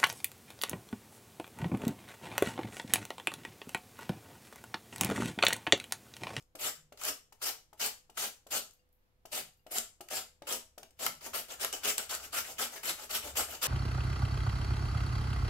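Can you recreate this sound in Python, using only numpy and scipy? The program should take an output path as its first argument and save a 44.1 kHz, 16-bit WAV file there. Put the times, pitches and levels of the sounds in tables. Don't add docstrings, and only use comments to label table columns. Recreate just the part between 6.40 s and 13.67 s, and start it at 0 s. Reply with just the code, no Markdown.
import sys
import numpy as np
from scipy import signal
from scipy.fft import rfft, irfft, next_fast_len
from scipy.io import wavfile
from scipy.ndimage import uniform_filter1d, map_coordinates

SR = 44100
rng = np.random.default_rng(int(sys.argv[2]) if len(sys.argv) > 2 else 0)


def gain_from_db(level_db):
    decades = np.asarray(level_db, float) / 20
    return 10 ** decades


def int16_out(signal):
    q = np.round(np.clip(np.atleast_2d(signal).T, -1, 1) * 32767)
    wavfile.write(sys.argv[1], SR, q.astype(np.int16))


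N = 320607
TIME = np.arange(N) / SR

# [t/s, peak level/dB, plate above the peak/dB, ring f/Hz]
SNAGS = [(0.0245, -54, -18.5, 7400), (0.2096, -34, -9, 7270), (0.5741, -45, 1, 5100),
         (0.597, -50, -6, 5430), (0.6135, -35, 6, 7980), (0.636, -25.5, -6, 7370), (0.651, -20, -6, 11500),
         (0.9239, -49.5, -3, 6800), (1.461, -22, -20.5, 11600), (2.309, -47.5, -14, 7000),
         (2.4897, -67.5, -18, 13070), (2.5277, -64, -33, 11350), (2.594, -75, -18.5, 12900),
         (3.3837, -15.5, -26.5, 7470), (3.686, -38, 4, 7250), (4.125, -23, -27, 9840),
         (4.431, -40, 1, 6380), (4.5074, -55, -14, 7800), (4.6638, -16, 4.5, 11500),
         (4.843, -40, -9, 11500), (5.2468, -17, -3, 11540), (5.3275, -22.5, -24, 7840),
         (5.5805, -14.5, -12, 7950), (5.7498, -23, -16, 7760)]
# [t/s, peak level/dB, rattle above it/dB, low thud above it/dB, knock f/Hz]
LANDINGS = [(0.15, -39, -4.5, -13, 635), (0.521, -41.5, -13.5, -24, 606), (0.922, -48.5, -5, -19, 870),
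            (1.328, -45, -12, -19, 855), (1.695, -47, -8, -14, 800), (2.065, -44, -7, -28, 617),
            (2.852, -39.5, -8.5, -17.5, 701), (3.264, -41, -16.5, -23, 640), (3.605, -38.5, -3.5, -10, 674),
            (4.019, -36.5, -28, -17.5, 635), (4.377, -38.5, -6.5, -25, 635), (4.428, -43, -10, -23, 720),
            (4.503, -61.5, -2, -14, 519)]


def unit(x):
    return x / np.sqrt(np.mean(x ** 2) + 1e-20)


def along(points, hz):
    f, value = np.transpose(points)
    return np.interp(np.log(hz + 1), np.log(f + 1), value)


def wobble(rate):
    knots = rng.standard_normal(int(N * rate / SR) + 4)
    return map_coordinates(knots, [TIME * rate])


def filtered(x, response):
    size = next_fast_len(N + SR // 2)
    hz = np.fft.rfftfreq(size, 1 / SR)
    return irfft(rfft(x, size) * response(hz), size)[..., :N]


def resonances(modes):
    def response(f):
        total = 0
        for k, (centre, width, db) in enumerate(modes):
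            damping = 1j * f * width
            total = total + (-1) ** k * gain_from_db(db) * damping / (centre * centre - f * f + damping)
        return total
    return response


def body(force, modes, broad_db, lo_hz, hi_hz):
    ringing = resonances(modes)

    def response(f):
        high_pass = 1j * f / (lo_hz + 1j * f)
        band = high_pass / (1 + 1j * f / hi_hz) ** 2
        return ringing(f) + gain_from_db(broad_db) * band * high_pass

    power = np.mean(np.abs(response(np.linspace(0, SR / 2, 4096))) ** 2)
    return filtered(force, response) / np.sqrt(power)


def ports(pair, alike):
    def mid_side(hz):
        turn = np.arccos(np.clip(along(alike, hz), -1, 1)) / 2
        return np.array([np.cos(turn), np.sin(turn)])
    mid, side = filtered(pair, mid_side)
    return np.array([mid + side, mid - side])


def pressure():
    # [t/s, swell/s, bite/dB, top/dB, weight on the bowl/dB]
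    single_strokes = [(.19, 0.078, -45.5, -31.5, -2), (.575, 0.11, -57, -33, 1),
                      (1.018, 0.073, -41.5, -37, -1.5), (1.397, 0.066, -37.5, -33.5, -4.5),
                      (1.772, 0.079, -38, -34, -0.5), (2.108, 0.063, -39.5, -32.5, -1),
                      (2.918, 0.063, -42.5, -36.5, 2.5), (3.311, 0.071, -42.5, -36, 0.5),
                      (3.703, 0.085, -42, -38.5, -0.5), (4.071, 0.067, -42, -35.5, 1),
                      (4.593, 0.064, -44.5, -36, 4.5)]
    down_strokes = [(4.934, 0.055, -38, -38.5, 1), (5.198, 0.047, -38, -36, 2.5),
                    (5.327, 0.024, -37.5, -41.5, 1), (5.436, 0.066, -36, -34.5, -1),
                    (5.576, 0.056, -39, -49, 0.5), (5.695, 0.049, -37, -40, -2),
                    (5.926, 0.058, -38.5, -34, -1), (6.184, 0.058, -35.5, -35.5, 0),
                    (6.433, 0.066, -39, -34, 0.5), (6.696, 0.063, -40.5, -32, -0.5),
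                    (6.956, 0.055, -36.5, -32.5, 1.5), (7.218, .043, -35.5, -33, 0)]
    up_strokes = [
        (-.03, 0.043, -68, -72, 4),
        (4.81, 0.059, -49, -46, 4.5),
        (5.085, 0.044, -46, -46.5, 4.5),
        (5.8, 0.057, -50, -48.5, 3),
        (6.045, 0.066, -47, -47, 5.5),
        (6.305, .067, -50, -44.5, 5),
        (6.575, .063, -50, -46, 3.5),
        (6.82, 0.073, -48.5, -47, 7),
        (7.085, 0.065, -47, -45, 6.5),
    ]
    # [attack/s, attack depth/dB, release/s, release depth/dB, flex of the plate/dB]
    single_motion = (0.0048, 8, 0.0314, 13, -1)
    down_motion = (0.012, 8.4, 0.041, 19, 1.4)
    up_motion = (0.023, 8.6, 0.026, 11.6, .1)
    plate_over_db, bowl_over_db = (1.5, -4.5, -5, -8), (-4.5, -8.5, -9.5, -14)
    kinds = [(single_strokes, single_motion), (down_strokes, down_motion), (up_strokes, up_motion)]
    gain = np.zeros((3, N))
    for strokes, (attack, rise_db, release, fall_db, flex_db) in kinds:
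        for s, swell, bite_db, top_db, weight_db in strokes:
            top_s = max(swell, attack + .002)
            corners = s + np.array([0, attack, top_s, top_s + release])
            near = slice(max(0, round((s - .1) * SR)), round((corners[-1] + .02) * SR))
            t = TIME[near]
            bite = np.clip(1 + (t - s) / .007, 0, 1) ** 2
            creep = gain_from_db(-17) * np.clip(1.2 + (t - s) / 0.026, 0, 1)
            lift = np.clip(1 + (corners[-1] - t) / 0.015, 0, 1) ** 2
            touch = np.maximum(bite, creep) * lift
            tear_db = np.array([bite_db - rise_db, bite_db, top_db, top_db - fall_db])
            plate_db = tear_db + plate_over_db + flex_db + 0.29 * weight_db
            bowl_db = tear_db + bowl_over_db + weight_db
            for k, db in enumerate([tear_db, plate_db, bowl_db]):
                gain[k, near] += touch * gain_from_db(np.interp(t, corners, db))
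    return gain


def counter():
    # [t/s, level/dB]
    passing = [
        (0, -80),
        (2.7, -87),
        (4.5, -77),
        (5.7, -70.5),
        (6.12, -67),
        (6.3, -79),
        (6.68, -75),
        (6.86, -58),
        (7.1, -61.5),
        (7.27, -72),
    ]
    # [t/s, level/dB]
    bumps = [
        (.42, -64.5),
        (3.06, -67.5),
        (4.7, -57.5),
        (4.8, -69),
        (6.5, -57),
        (7.27, -64),
    ]
    arm_s, arm_late_s, bump_s = .07, .01, .035
    lean_t = np.arange(-SR // 4, SR // 4) / SR - arm_late_s
    lean = np.exp(-.5 * lean_t ** 2 / (arm_s / 2) ** 2)
    arm = np.abs(signal.fftconvolve(pressure()[0], lean / lean.sum(), "same"))
    leaning = sum(gain_from_db(db) * np.exp(-np.abs(TIME - s) / bump_s) for s, db in bumps)
    drone_gain = gain_from_db(np.interp(TIME, *np.transpose(passing))) + gain_from_db(-32.5) * arm
    thud_gain = gain_from_db(-90) + gain_from_db(-32.5) * arm + leaning
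    return drone_gain, thud_gain


def background():
    # [f/Hz, density/dB per Hz]
    hush_colour = [(20, -5), (50, -9.5), (100, -16), (200, -21.5), (500, -28), (1500, -32.5), (4000, -38.5),
                   (9000, -46.5), (11500, -41), (16000, -45)]
    # [f/Hz, left-right likeness]
    hush_alike = [(60, 0.92), (130, 0.59), (290, -0.034), (640, 0.6), (1410, -0.47), (3100, 0.095),
                  (6820, -0.2), (15000, -0.01)]
    # [f/Hz, level/dB]
    hum_tones = [(102.3, -86), (333.8, -97.5), (500.6, -87)]
    hush = unit(filtered(rng.standard_normal((2, N)), lambda f: gain_from_db(along(hush_colour, f))))
    hush = gain_from_db(-72 + .8 * wobble(9.4)) * ports(hush, hush_alike)
    hum = 0
    for hz, db in hum_tones:
        hum = hum + gain_from_db(db + 2 + 2.5 * wobble(4.5)) * np.sin(2 * np.pi * hz * TIME + .3 * wobble(11))
    drone_gain, thud_gain = counter()
    engine = np.sin(2 * np.pi * 69 * TIME + 1.8 * wobble(7))
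    rumble = unit(filtered(rng.standard_normal(N), resonances([(72.4, 24, 0)])))
    drone = unit(engine + 1.2 * rumble)
    wood = resonances([(150, 40, 0)])
    thud = unit(filtered(rng.standard_normal(N), lambda f: wood(f) ** 2))
    return hush + hum + drone_gain * drone + gain_from_db(-2.5) * thud_gain * thud


def grains(spread_db, flutter_db, patchy_db):
    flutter = flutter_db * (wobble(70) + wobble(300))
    size = gain_from_db(spread_db * rng.exponential(size=N) + flutter)
    spectrum = signal.stft(size * rng.standard_normal((2, N)), nperseg=256)[2]
    patches = uniform_filter1d(rng.standard_normal(spectrum.shape[1:]), size=6, axis=0)
    patches = unit(uniform_filter1d(patches, size=8, axis=1))
    tearing = signal.istft(spectrum * gain_from_db(patchy_db * patches), nperseg=256)[1]
    return unit(tearing[:, :N])


def steel(at_teeth, at_plate, at_bowl):
    # [f/Hz, width/Hz, level/dB]
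    teeth_modes = [(4560, 100, -11), (5750, 480, -20), (7250, 190, -4), (7950, 630, 7.5), (8900, 360, -13),
                   (11500, 360, 10.5), (13400, 340, -3), (15600, 530, -6.5)]
    # [f/Hz, width/Hz, level/dB]
    plate_modes = [(1304, 166, 0), (1738, 410, 2), (2220, 160, -17.5), (2994, 150, 4.5)]
    # [f/Hz, width/Hz, level/dB]
    bowl_modes = [(234, 13.6, -6.5), (287, 34, -9), (410, 47, -6), (448.7, 33.6, -2.5), (501, 65, -7),
                  (635, 102, 0), (737, 101, -5), (866, 121, -3.5)]
    # [f/Hz, density/dB per Hz]
    tear_colour = [(3300, 3.5), (4060, -1.5), (4810, 2.5), (6700, 1.5), (7290, 3), (10400, -6),
                   (11700, -2.5), (12700, -4.5)]
    teeth = body(at_teeth, teeth_modes, broad_db=3, lo_hz=2490, hi_hz=40700)
    teeth = filtered(teeth, lambda f: gain_from_db(0.67 * along(tear_colour, f) + 3))
    plate = body(at_plate, plate_modes, broad_db=-.5, lo_hz=880, hi_hz=4970)
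    bowl = body(at_bowl, bowl_modes, broad_db=-8.5, lo_hz=362, hi_hz=1425)
    return teeth + plate + bowl


def grater():
    slips = gain_from_db(1.33 * wobble(45) + 1.2 * wobble(140))
    tear, plate, bowl = pressure() * unit(slips)
    at_teeth = gain_from_db(-1.5) * tear * grains(spread_db=1.5, flutter_db=0.1, patchy_db=3)
    at_plate = gain_from_db(-2.0) * plate * grains(spread_db=2.5, flutter_db=1.54, patchy_db=3.0)
    at_bowl = gain_from_db(-3.0) * bowl * grains(spread_db=2.0, flutter_db=1.6, patchy_db=1.54)
    return steel(at_teeth, at_plate, at_bowl)


def fingers():
    # [t/s, level/dB, t60/s]
    turns = [
        (0.0, -92, .3),
        (2.33, -69, .14),
        (2.524, -74, 0.29),
        (3.13, -77, .9),
        (3.186, -76, .08),
        (3.24, -76, .2),
    ]
    gain = sum((TIME >= s) * gain_from_db(db - 60 * np.abs(TIME - s) / t60) for s, db, t60 in turns)
    skin = resonances([(11600, 1500, -0.16), (14000, 3000, -1.3)])
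    crackle = filtered(grains(spread_db=1, flutter_db=4.5, patchy_db=-1.0), skin)
    return gain_from_db(-1.5) * gain * unit(crackle)


def snags():
    ring, t = np.zeros((2, N + SR)), np.arange(SR // 50) / SR
    for s, db, _, hz in SNAGS:
        phase = np.cumsum(rng.normal(0, .35, (2, len(t))), axis=1)
        decay = gain_from_db(db - 3.5 - 60 * t / 0.012) * (1 - np.exp(-t / 0.00027))
        ring[:, round(s * SR):][:, :len(t)] += decay * np.sin(2 * np.pi * hz * t + phase)
    return ring[:, :N]


def knocks():
    knock, t = np.zeros(N + SR), np.arange(SR // 10) / SR
    for s, db, _, thud_db, hz in LANDINGS:
        plate = gain_from_db(db - 60 * t / 0.014) * (1 - np.exp(-t / 0.00029)) * np.sin(2 * np.pi * hz * t)
        thud_decay = gain_from_db(db + thud_db - 60 * t / 0.07) * (1 - np.exp(-t / 0.0013))
        thud = thud_decay * np.sin(2 * np.pi * 0.53 * hz * t)
        knock[round((s + .001) * SR):][:len(t)] -= plate + thud
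    return knock[:N] * [[1], [.4]]


def pings():
    # [t/s, peak level/dB]
    brushes = [
        (2.394, -71),
        (3.1944, -74),
    ]
    # [f/Hz, level/dB, t60/s]
    rim_modes = [(2800, -1.5, .07), (4780, -4, .06)]
    ring, t = np.zeros(N + SR), np.arange(SR // 4) / SR
    for s, db in brushes:
        for hz, level_db, t60 in rim_modes:
            ring[round(s * SR):][:len(t)] += gain_from_db(db + level_db - 60 * t / t60) * np.sin(2 * np.pi * hz * t)
    return ring[:N] * [[1], [.7]]


def bursts(times, levels_db, rise, t60):
    force, t = np.zeros((2, N + SR)), np.arange(SR // 10) / SR
    for s, db in zip(times, levels_db):
        shape = gain_from_db(db - 60 * t / t60) * (1 - np.exp(-t / rise))
        force[:, round(s * SR):][:, :len(t)] += shape * rng.standard_normal((2, len(t)))
    return force[:, :N]


def contacts():
    land_s, land_db, rattle_db, _, _ = np.transpose(LANDINGS)
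    snag_s, snag_db, ring_db, _ = np.transpose(SNAGS)
    at_teeth = bursts(land_s + 0.0027, land_db + rattle_db + 2.5, rise=.002, t60=0.033)
    at_teeth += bursts(snag_s, snag_db - 2.5, rise=0.00086, t60=0.0084)
    at_plate = bursts(land_s + .002, land_db - 8, rise=.0007, t60=0.021)
    at_plate += bursts(snag_s, snag_db + ring_db - 4.0, rise=0.0022, t60=0.018)
    at_bowl = bursts(land_s + 0.0033, land_db - 9.5, rise=0.0024, t60=0.045)
    return steel(at_teeth, at_plate, at_bowl) + knocks() + snags() + pings()


def kitchen(pair, count=48):
    # [f/Hz, t60/s]
    reverb = [(300, 0.26), (2000, 0.28), (7000, 0.3), (15000, .22)]
    wet, step = np.zeros((2, N + 2 * SR)), N // count + 1
    for k in range(count):
        hz, t, noise = signal.stft(rng.standard_normal((2, SR // 2)), SR, nperseg=256)
        decay = gain_from_db(-60 * t / along(reverb, hz)[:, None])
        tail = signal.istft(noise * decay, SR, nperseg=256)[1]
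        moment = pair[:, k * step:][:, :step]
        answer = signal.fftconvolve(moment, tail / np.linalg.norm(tail[0]), axes=1)
        wet[:, k * step + 130:][:, :answer.shape[1]] += answer
    return wet[:, :N]


def scene():
    # [f/Hz, left-right likeness]
    grater_alike = [(60, 0.59), (130, 0.72), (290, 0.79), (640, 0.61), (1410, 0.34), (3100, 0.0035),
                    (6820, 0.013), (15000, 0.083)]
    # [f/Hz, left above right/dB]
    left_over_right = [(60, 0), (110, 10), (200, 2.0), (380, -3), (700, 5.5), (1290, 0.5), (2380, 3),
                       (4400, 1.5), (8120, 4), (15000, 0.5)]
    lag_s = -2.5 / SR
    side = np.array([[.5], [-.5]])
    rub, hits = grater() + fingers(), contacts()
    room = kitchen(gain_from_db(-4.5) * rub + gain_from_db(-5.5) * hits)
    heard = ports(rub + hits + room, grater_alike)

    def placing(f):
        return gain_from_db(side * along(left_over_right, f) + 1.52) * np.exp(-2j * np.pi * f * side * lag_s)

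    return filtered(heard, placing) + background()


def low_pass(x):
    return signal.sosfilt(signal.butter(12, 17020, fs=SR, output="sos"), x)


def record(dry):
    limited = filtered(dry, lambda f: gain_from_db(-np.clip((f - 15760) * .2, 0, 60)))
    return low_pass(limited)


dry = scene()
out = record(dry)
int16_out(out)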